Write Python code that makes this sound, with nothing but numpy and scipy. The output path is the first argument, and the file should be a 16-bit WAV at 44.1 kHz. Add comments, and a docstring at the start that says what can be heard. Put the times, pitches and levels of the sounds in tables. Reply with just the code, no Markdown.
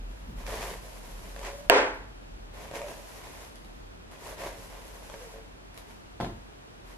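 """Long wet hair is brushed in three strokes in a quiet, bare room, before a wide stereo microphone.
After a rustle, each stroke scrapes the scalp, then hisses down the lengths with a faint squeak
while bristles pluck the hollow paddle. The first ends in a sharp smack as the wet ends whip free.
Light ticks fall around the next two strokes; a dull handling knock and a last rustle follow."""
import sys
import numpy as np
from scipy import signal
from scipy.fft import rfft, irfft, next_fast_len
from scipy.io import wavfile
from scipy.ndimage import uniform_filter1d

SR = 44100
rng = np.random.default_rng(int(sys.argv[2]) if len(sys.argv) > 2 else 0)


def to_wav(s):
    """Save 16-bit WAV."""
    ch = np.atleast_2d(s).T  # columns
    pcm = np.round(np.clip(ch, -1, 1) * 32767)  # PCM
    wavfile.write(sys.argv[1], SR, pcm.astype(np.int16))


N = 307377

# hiss of sliding hair: freq_hz, density_db
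HISS_SPECTRUM = [(500, -34), (1500, 1.5), (3500, -1.5), (6000, 0), (9000, -3.5), (11600, 0.5), (13000, -8),
                 (15500, -21)]
# pulls down the lengths: start_s, length_s, speed_db, tips_db
PULLS = [(0.724, 0.876, 0, -55), (2.78, .67, 1, -61), (4.473, 0.85, -1.1, -60)]
# stereo width near the head: freq_hz, side_to_mid_db
NEAR_WIDTH = [(100, -45), (550, -13.5), (1200, -5.5), (2400, -1.5), (4400, -0.5), (14000, 1)]
# stereo width of the room echo: freq_hz, side_to_mid_db
ECHO_WIDTH = [(150, -36), (450, -10), (800, -5), (1300, 1), (2500, 3), (5000, 8.5), (12000, 9)]


def gain_of(db):
    """Decibels to amplitude."""
    return 10 ** (np.asarray(db) / 20)


def curve_at(points, hz):
    """Table interpolated over log frequency."""
    freq_hz, value = np.transpose(points)
    return np.interp(np.log(hz + 1), np.log(freq_hz + 1), value)


def colour(x, spectrum):
    """Minimum-phase filter with the given dB spectrum."""
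    size = next_fast_len(x.shape[-1] + 8192)
    hz = abs(np.fft.fftfreq(size, 1 / SR))
    log_gain = np.log(gain_of(np.maximum(curve_at(spectrum, hz), -100)))
    response = np.exp(np.conj(signal.hilbert(log_gain)))[:size // 2 + 1]
    return irfft(rfft(x, size) * response, size)[..., :x.shape[-1]]


def spread(pair, width):
    """Two unrelated signals, as mid and side, to left and right."""
    side = colour(pair[1], width)
    return np.array([pair[0] + side, pair[0] - side])


def unit_rms(pair, band_hz):
    """Scales the mid signal to rms 1 within a band."""
    bandpass = signal.butter(3, band_hz, "band", fs=SR, output="sos")
    return pair / signal.sosfilt(bandpass, pair.mean(0)).std()


def wavering(samples):
    """Smoothed random drift of rms 1."""
    drift = uniform_filter1d(rng.standard_normal(N), size=samples)
    return drift / drift.std()


def envelope(start_s, length_s, attack_s, release_s, swell_db=0):
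    """Gain of one gesture: rise, hold with swell or sag, decay."""
    t = np.arange(0, length_s + 10 * release_s, 1 / SR)
    hold = gain_of(swell_db * (np.minimum(t / length_s, 1) - .5))
    shape = np.minimum(t / attack_s, 1) * hold * np.exp(-np.maximum(t - length_s, 0) / release_s)
    return np.pad(shape, (max(round(start_s * SR), 0), N))[:N]


def ring(modes):
    """Struck modes as decaying sines."""
    t = np.arange(SR // 2) / SR
    return sum(gain_of(db - 60 * t / t60_s) * np.sin(2 * np.pi * hz * t) for hz, db, t60_s in modes)


def impulses(times_s, levels_db):
    """Train of single-sample blows."""
    train = np.zeros(N)
    np.add.at(train, np.round(np.asarray(times_s) * SR).astype(int), gain_of(levels_db))
    return train


def convolve(x, response):
    """Per-channel convolution, cut to the scene length."""
    return signal.fftconvolve(np.atleast_2d(x), np.atleast_2d(response), axes=1)[:, :N]


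def snaps(times_s, levels_db, spectrum, decay_s):
    """Tiny noise bursts in a shared colour."""
    t = np.arange(SR // 20) / SR
    level = convolve(impulses(times_s, levels_db), np.exp(-t / decay_s))
    return spread(colour(level * rng.standard_normal((2, N)), spectrum), NEAR_WIDTH)


def grains(rate_hz, spread_db):
    """Two random trains of tiny slips, a few larger than the rest."""
    size = gain_of(spread_db * np.minimum(rng.exponential(1, (2, N)), 4))
    train = size * rng.choice([-1, 1], (2, N)) * (rng.random((2, N)) < rate_hz / SR)
    return train / train.std()


def room(hold_s, t60_scale, width):
    """Reflections: level while the bare walls pass them around, then dying band by band."""
    # room decay: freq_hz, base_t60_s
    decay = [(150, 0.69), (500, 0.45), (1500, 0.63), (3000, 0.5), (7000, 0.47), (12000, 0.51)]
    hz, t, bands = signal.stft(rng.standard_normal((2, SR)), SR, nperseg=256)
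    t60_s = t60_scale * curve_at(decay, hz)[:, None]
    bands = bands * gain_of(-60 * np.maximum(t - hold_s, 0) / t60_s)
    onset = np.clip(np.arange(SR) / SR / 0.00067 - 1, 0, 1)
    tail = signal.istft(bands, SR, nperseg=256)[1][:, :SR] * onset
    return spread(tail / np.linalg.norm(tail[0]), width)


def background():
    """Diffuse room hush and a slowly swelling mono rumble."""
    # room hush: freq_hz, density_db
    hush_spectrum = [(41, -44.5), (70, -0.5), (176, -7.5), (197, -8), (269, -8.5), (395, -10), (472, -11.5),
                     (847, -15), (1160, -18), (1620, -19), (2170, -23.5), (2380, -21.5), (3260, -24.5),
                     (13100, -40), (15000, -80)]
    # its stereo width: freq_hz, side_to_mid_db
    hush_width = [(60, -25), (110, -6), (200, 3), (380, 3.5), (700, 5.5), (1400, 6), (3000, 5),
                  (14000, 6.5)]
    # low rumble: freq_hz, density_db
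    rumble_spectrum = [(15, -32.5), (30, -19), (38, 3), (44, 5), (52, -3), (70, -21), (100, -15),
                       (130, -26.5), (180, -19.5), (300, -28.5), (800, -63)]
    # its swell: time_s, level_db
    rumble_levels = [(0, -32.5), (0.11, -41), (0.19, -49), (0.3, -37.5), (0.9, -45.5), (1.44, -40.5),
                     (1.55, -46.5), (2.21, -49), (2.33, -44.5), (3.3, -54.5), (3.8, -47.5), (4.1, -53.5),
                     (4.5, -48), (5.25, -52), (6.15, -54), (6.28, -42), (6.7, -62.5), (6.9, -51)]
    hush = spread(colour(rng.standard_normal((2, N)), hush_spectrum), hush_width)
    hush = unit_rms(hush, band_hz=(200, 8000))
    lead_in = 8192
    rumble = colour(rng.standard_normal((1, N + lead_in)), rumble_spectrum)[:, lead_in:]
    rumble = unit_rms(rumble, band_hz=(25, 65))
    rumble = rumble / np.sqrt(uniform_filter1d(rumble ** 2, size=4000) + 0.086)  # steadies the level
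    swell_db = np.interp(np.arange(N) / SR, *np.transpose(rumble_levels)) + 1.3 * wavering(samples=5000)
    return gain_of(-56.5) * hush + gain_of(swell_db + 0.4) * rumble


def brushing():
    """Drive of all gestures under a wavering grip. Triples and result: hiss, scrape, paddle."""
    # loose hair and sleeves as the arms move: start_s, length_s, level_db
    rustles = [(0.065, 0.22, -3.5), (3.497, 0.32, -7), (5.73, .05, 4), (5.844, 0.056, 2.5),
               (6.83, 0.087, 2)]
    # brush on the scalp: start_s, attack_s, length_s, force_db, bright_db, hollow_db
    presses = [(0.35, 0.041, 0.081, -11, -0.5, -3), (0.441, 0.038, .26, 0.5, -.5, -3.5),
               (2.527, 0.018, 0.17, -9, -2, 0), (2.717, 0.044, 0.044, 0, -2.5, -4),
               (2.775, 0.049, 0.14, -10.5, -2, 9.5), (4.102, 0.018, 0.044, -12, -2, -3),
               (4.169, 0.08, 0.14, -7, 2, -0.5), (4.362, 0.042, 0.11, -0.5, -2.5, 1)]
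    # brush in tangles: start_s, length_s, drag_db
    tangles = [(1.399, 0.079, 2), (3.15, 0.12, -9.5), (4.672, 0.12, -9.5), (5.073, .1, -14)]
    rustle_db, press_db, tangle_db = (-67.5, -63, -72), (-50, -45.5, -38.5), (-60, -46, -51)
    pull_db, pull_swell_db = (-59, -59, -54.5), (-4, 1.5, -6.5)  # halfway down; change from nape to tips
    drives = []
    for start_s, length_s, level_db in rustles:
        shape = envelope(start_s, length_s, attack_s=0.054, release_s=0.084)
        drives.append([gain_of(db + level_db) * shape for db in rustle_db])
    for start_s, attack_s, length_s, force_db, bright_db, hollow_db in presses:
        shape = envelope(start_s, length_s, attack_s, release_s=0.062, swell_db=2)
        tinted_db = np.add(press_db, (bright_db, 0, hollow_db))
        drives.append([gain_of(db + force_db) * shape for db in tinted_db])
    for start_s, length_s, speed_db, _ in PULLS:
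        shapes = [envelope(start_s, length_s, attack_s=0.12, release_s=0.1, swell_db=db)
                  for db in pull_swell_db]
        drives.append([gain_of(db + speed_db) * shape for db, shape in zip(pull_db, shapes)])
    for start_s, length_s, drag_db in tangles:
        shape = envelope(start_s, length_s, attack_s=0.076, release_s=0.055)
        drives.append([gain_of(db + drag_db) * shape for db in tangle_db])
    grip = gain_of(0.97 * wavering(samples=2000))
    return [grip * np.sqrt(sum(gain ** 2 for gain in layer)) for layer in zip(*drives)]


def friction(spectrum, band_hz, rate_hz, spread_db, wash):
    """Strands slip over bristles: separate grains in a smooth wash."""
    drive = grains(rate_hz, spread_db) + wash * rng.standard_normal((2, N))
    return unit_rms(spread(colour(drive, spectrum), NEAR_WIDTH), band_hz)


def strands(sliding, scraping):
    """Hiss of the wet lengths; coarser scrape where the brush presses in."""
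    # scalp scrape: freq_hz, density_db
    scrape_spectrum = [(200, -21), (400, 8), (660, 7.5), (820, 5.5), (1000, 9), (1300, -2), (2000, 1),
                       (2800, -4.5), (4200, -11), (7000, -15), (12000, -51)]
    hiss = friction(HISS_SPECTRUM, band_hz=(7000, 14000), rate_hz=2500, spread_db=6.5, wash=2.7)
    scrape = friction(scrape_spectrum, band_hz=(1300, 4000), rate_hz=600, spread_db=3, wash=1)
    return gain_of(-2) * (hiss * sliding + scrape * scraping)


def paddle(drumming):
    """Bristles flick the hollow paddle: a patter, and hard plucks that start with a snap."""
    # paddle modes: pitch_hz, level_db, t60_s
    modes = [(451.2, -12.5, 0.23), (555.5, -2.5, 0.087), (618, -6.5, 0.12), (674, -7.5, 0.083),
             (940, -15.5, 0.15), (1600, -12, 0.034), (2470, -23.5, 0.021)]
    # bristles that catch and snap back: start_s, ring_db, snap_db
    catches = [(.466, -54, -28), (1.363, -36, -30), (1.392, -38, -31.5), (1.415, -37, -36),
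               (1.432, -46, -32), (1.449, -41, -26), (1.466, -42, -30), (1.478, -35, -44),
               (2.713, -30, -34), (2.739, -26, -43), (2.755, -47, -28.5), (2.798, -38, -36),
               (2.817, -39, -28), (2.832, -37, -44), (2.884, -36, -33), (2.908, -34, -56),
               (4.292, -33, -37), (4.419, -35, -33), (4.449, -34.5, -34), (4.465, -28.5, -45),
               (5.099, -35.5, -31.5), (5.141, -32, -35), (5.340, -36.5, -53), (5.360, -37.5, -43),
               (5.385, -40, -41)]
    # bristle snap: freq_hz, density_db
    snap_spectrum = [(300, 4), (1000, 5.5), (2300, 5.5), (4000, -5.5), (6500, -5), (9000, -12),
                     (14000, -31)]
    body = ring(modes)
    patter = spread(convolve(grains(rate_hz=300, spread_db=1.5), body), NEAR_WIDTH)
    patter = gain_of(-6.5) * drumming * unit_rms(patter, band_hz=(420, 800))
    start_s, ring_db, snap_db = np.transpose(catches)
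    plucks = convolve(impulses(start_s, ring_db - 7), body)
    plucks = plucks + snaps(start_s, snap_db - 3, snap_spectrum, decay_s=0.0014)
    echo = convolve(plucks, room(hold_s=0.0089, t60_scale=0.96, width=NEAR_WIDTH))
    return patter + plucks + gain_of(-4) * echo


def tips():
    """The tips slip out of the brush as each pull ends: a thin, wide hiss."""
    # tips fanning out: freq_hz, side_to_mid_db
    width = [(1000, 6), (4000, 23), (14000, 23)]
    slip_s = 0.24
    level = sum(gain_of(db) * envelope(start_s + length_s - slip_s, slip_s, attack_s=0.078,
                                       release_s=0.024) for start_s, length_s, _, db in PULLS)
    hiss = spread(colour(rng.standard_normal((2, N)), HISS_SPECTRUM), width)
    return gain_of(2) * level * hiss / hiss.std()


def squeaks():
    """Wet strands stick and slip on the brush: a weak, unsteady hum that glides as it fades."""
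    # rubs: start_s, length_s, from_hz, to_hz, level_db
    rubs = [(1.464, 0.24, 558, 574, -50), (2.788, .07, 552, 595, -42), (5.196, 0.079, 525, 440, -50)]
    t, hum = np.arange(N) / SR, np.zeros(N)
    jitter = 1 + 0.0179 * wavering(samples=400)
    shimmer = gain_of(2.2 * wavering(samples=400))
    for start_s, length_s, from_hz, to_hz, level_db in rubs:
        pitch_hz = np.interp(t, [start_s, start_s + length_s], [from_hz, to_hz]) * jitter
        phase = 2 * np.pi * np.cumsum(pitch_hz) / SR
        shape = envelope(start_s, length_s, attack_s=0.011, release_s=0.01, swell_db=-11)
        hum += gain_of(level_db) * shape * shimmer * (np.sin(phase) + gain_of(-33) * np.sin(2 * phase))
    return hum + gain_of(2.5) * convolve(hum, room(hold_s=0.01, t60_scale=0.51, width=NEAR_WIDTH))


def smack():
    """The wet ends whip free: a crack on the right, answered by the whole room."""
    # brief ring of the crack: pitch_hz, level_db, t60_s
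    crack_modes = [(697, -5.5, 0.048), (1720, -2, 0.011), (2720, 8, 0.0046), (4520, -3.5, 0.0064),
                   (7870, -2.5, 0.0022), (11340, -7, 0.008)]
    # room return: freq_hz, density_db
    echo_spectrum = [(110, -51), (200, -18), (270, -11), (400, -1), (520, -1), (700, -5), (950, -3),
                     (1250, -10.5), (1600, -8.5), (2600, -15.5), (3900, -27), (8000, -38.5), (12000, -56),
                     (15000, -74)]
    # standing waves: pitch_hz, level_db, t60_s
    room_modes = [(280, -29.5, 0.61), (409, -28.5, 0.57), (512, -17.5, 0.41), (659, -31.5, 0.56),
                  (857, -30.5, 0.65), (903, -39, 0.48)]
    blow = impulses(times_s=[1.6984], levels_db=[0])
    highpass = signal.butter(2, 380, "high", fs=SR, output="sos")  # the crack carries no low thump
    crack = signal.sosfilt(highpass, convolve(blow, ring(crack_modes))[0])
    direct = np.array([gain_of(-9) * np.roll(crack, 6), gain_of(0.5) * crack])  # arrives later on the left
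    echo = colour(convolve(blow, room(hold_s=0.081, t60_scale=0.89, width=ECHO_WIDTH)), echo_spectrum)
    standing = ring(room_modes)
    build_up = 1 - np.exp(-np.arange(len(standing)) / SR / 0.035)
    return direct + gain_of(32) * echo + gain_of(3) * convolve(blow, standing * build_up)


def ticks():
    """Light, bright handling ticks with a little room."""
    # touches: start_s, level_db
    touches = [(1.941, -45), (3.557, -40.5), (3.648, -44.5), (4.114, -44), (5.743, -43), (5.776, -34)]
    # tick: freq_hz, density_db
    spectrum = [(400, -5), (1500, 4), (4300, 3), (7500, -7), (11500, 0.5), (15000, -26)]
    tick = gain_of(-4) * snaps(*np.transpose(touches), spectrum, decay_s=0.0016)
    return tick + gain_of(-1.5) * convolve(tick, room(hold_s=0.0068, t60_scale=0.46, width=NEAR_WIDTH))


def knock():
    """A dull knock with a woody ring, clacking rebounds and a brief bloom in the room."""
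    # knock and rebounds: start_s, thud_db, clack_db
    hits = [(6.2018, 0.5, -31.5), (6.2075, -2.5, -43), (6.2105, -2.5, -26.5), (6.246, -6.5, -28),
            (6.2534, -18, -30)]
    # thud: freq_hz, density_db
    thud_spectrum = [(35, -9), (70, 3), (100, 6), (170, 3), (270, 4), (450, -3), (740, -1), (1250, -15.5),
                     (2400, -24), (3600, -25), (7000, -39.5), (12000, -39), (15000, -71)]
    # modes of the knocked object: pitch_hz, level_db, t60_s
    modes = [(493, -52, 0.03), (764, -26, 0.037), (950, -40, 0.017), (1380, -49, 0.031)]
    # hard clack: freq_hz, density_db
    clack_spectrum = [(500, -15), (1300, 12.5), (2400, 0), (3600, 1), (6000, -13), (11500, -24),
                      (15000, -39)]
    start_s, thud_db, clack_db = np.transpose(hits)
    blows = impulses(start_s, thud_db)
    thud = colour(blows, thud_spectrum)
    wood = convolve(blows, ring(modes))
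    clack = gain_of(-5) * snaps(start_s, clack_db, clack_spectrum, decay_s=0.0021)
    send = gain_of(11.5) * thud + gain_of(-10) * clack
    bloom = convolve(send, room(hold_s=0.022, t60_scale=0.67, width=ECHO_WIDTH))
    return gain_of(1) * thud + wood + clack + bloom


def scene():
    """Stereo sum of all sources."""
    sliding, scraping, drumming = brushing()
    strokes = strands(sliding, scraping) + paddle(drumming) + tips() + squeaks()
    return strokes + ticks() + smack() + knock() + background()


def record(dry):
    """Clips at full scale and limits the band."""
    cutoff_hz = 15600
    lowpass = signal.firwin(511, cutoff_hz, window=("kaiser", 9), fs=SR)
    return signal.oaconvolve(np.clip(dry, -1, 1), lowpass[None], "same")


dry = scene()
out = record(dry)
to_wav(out)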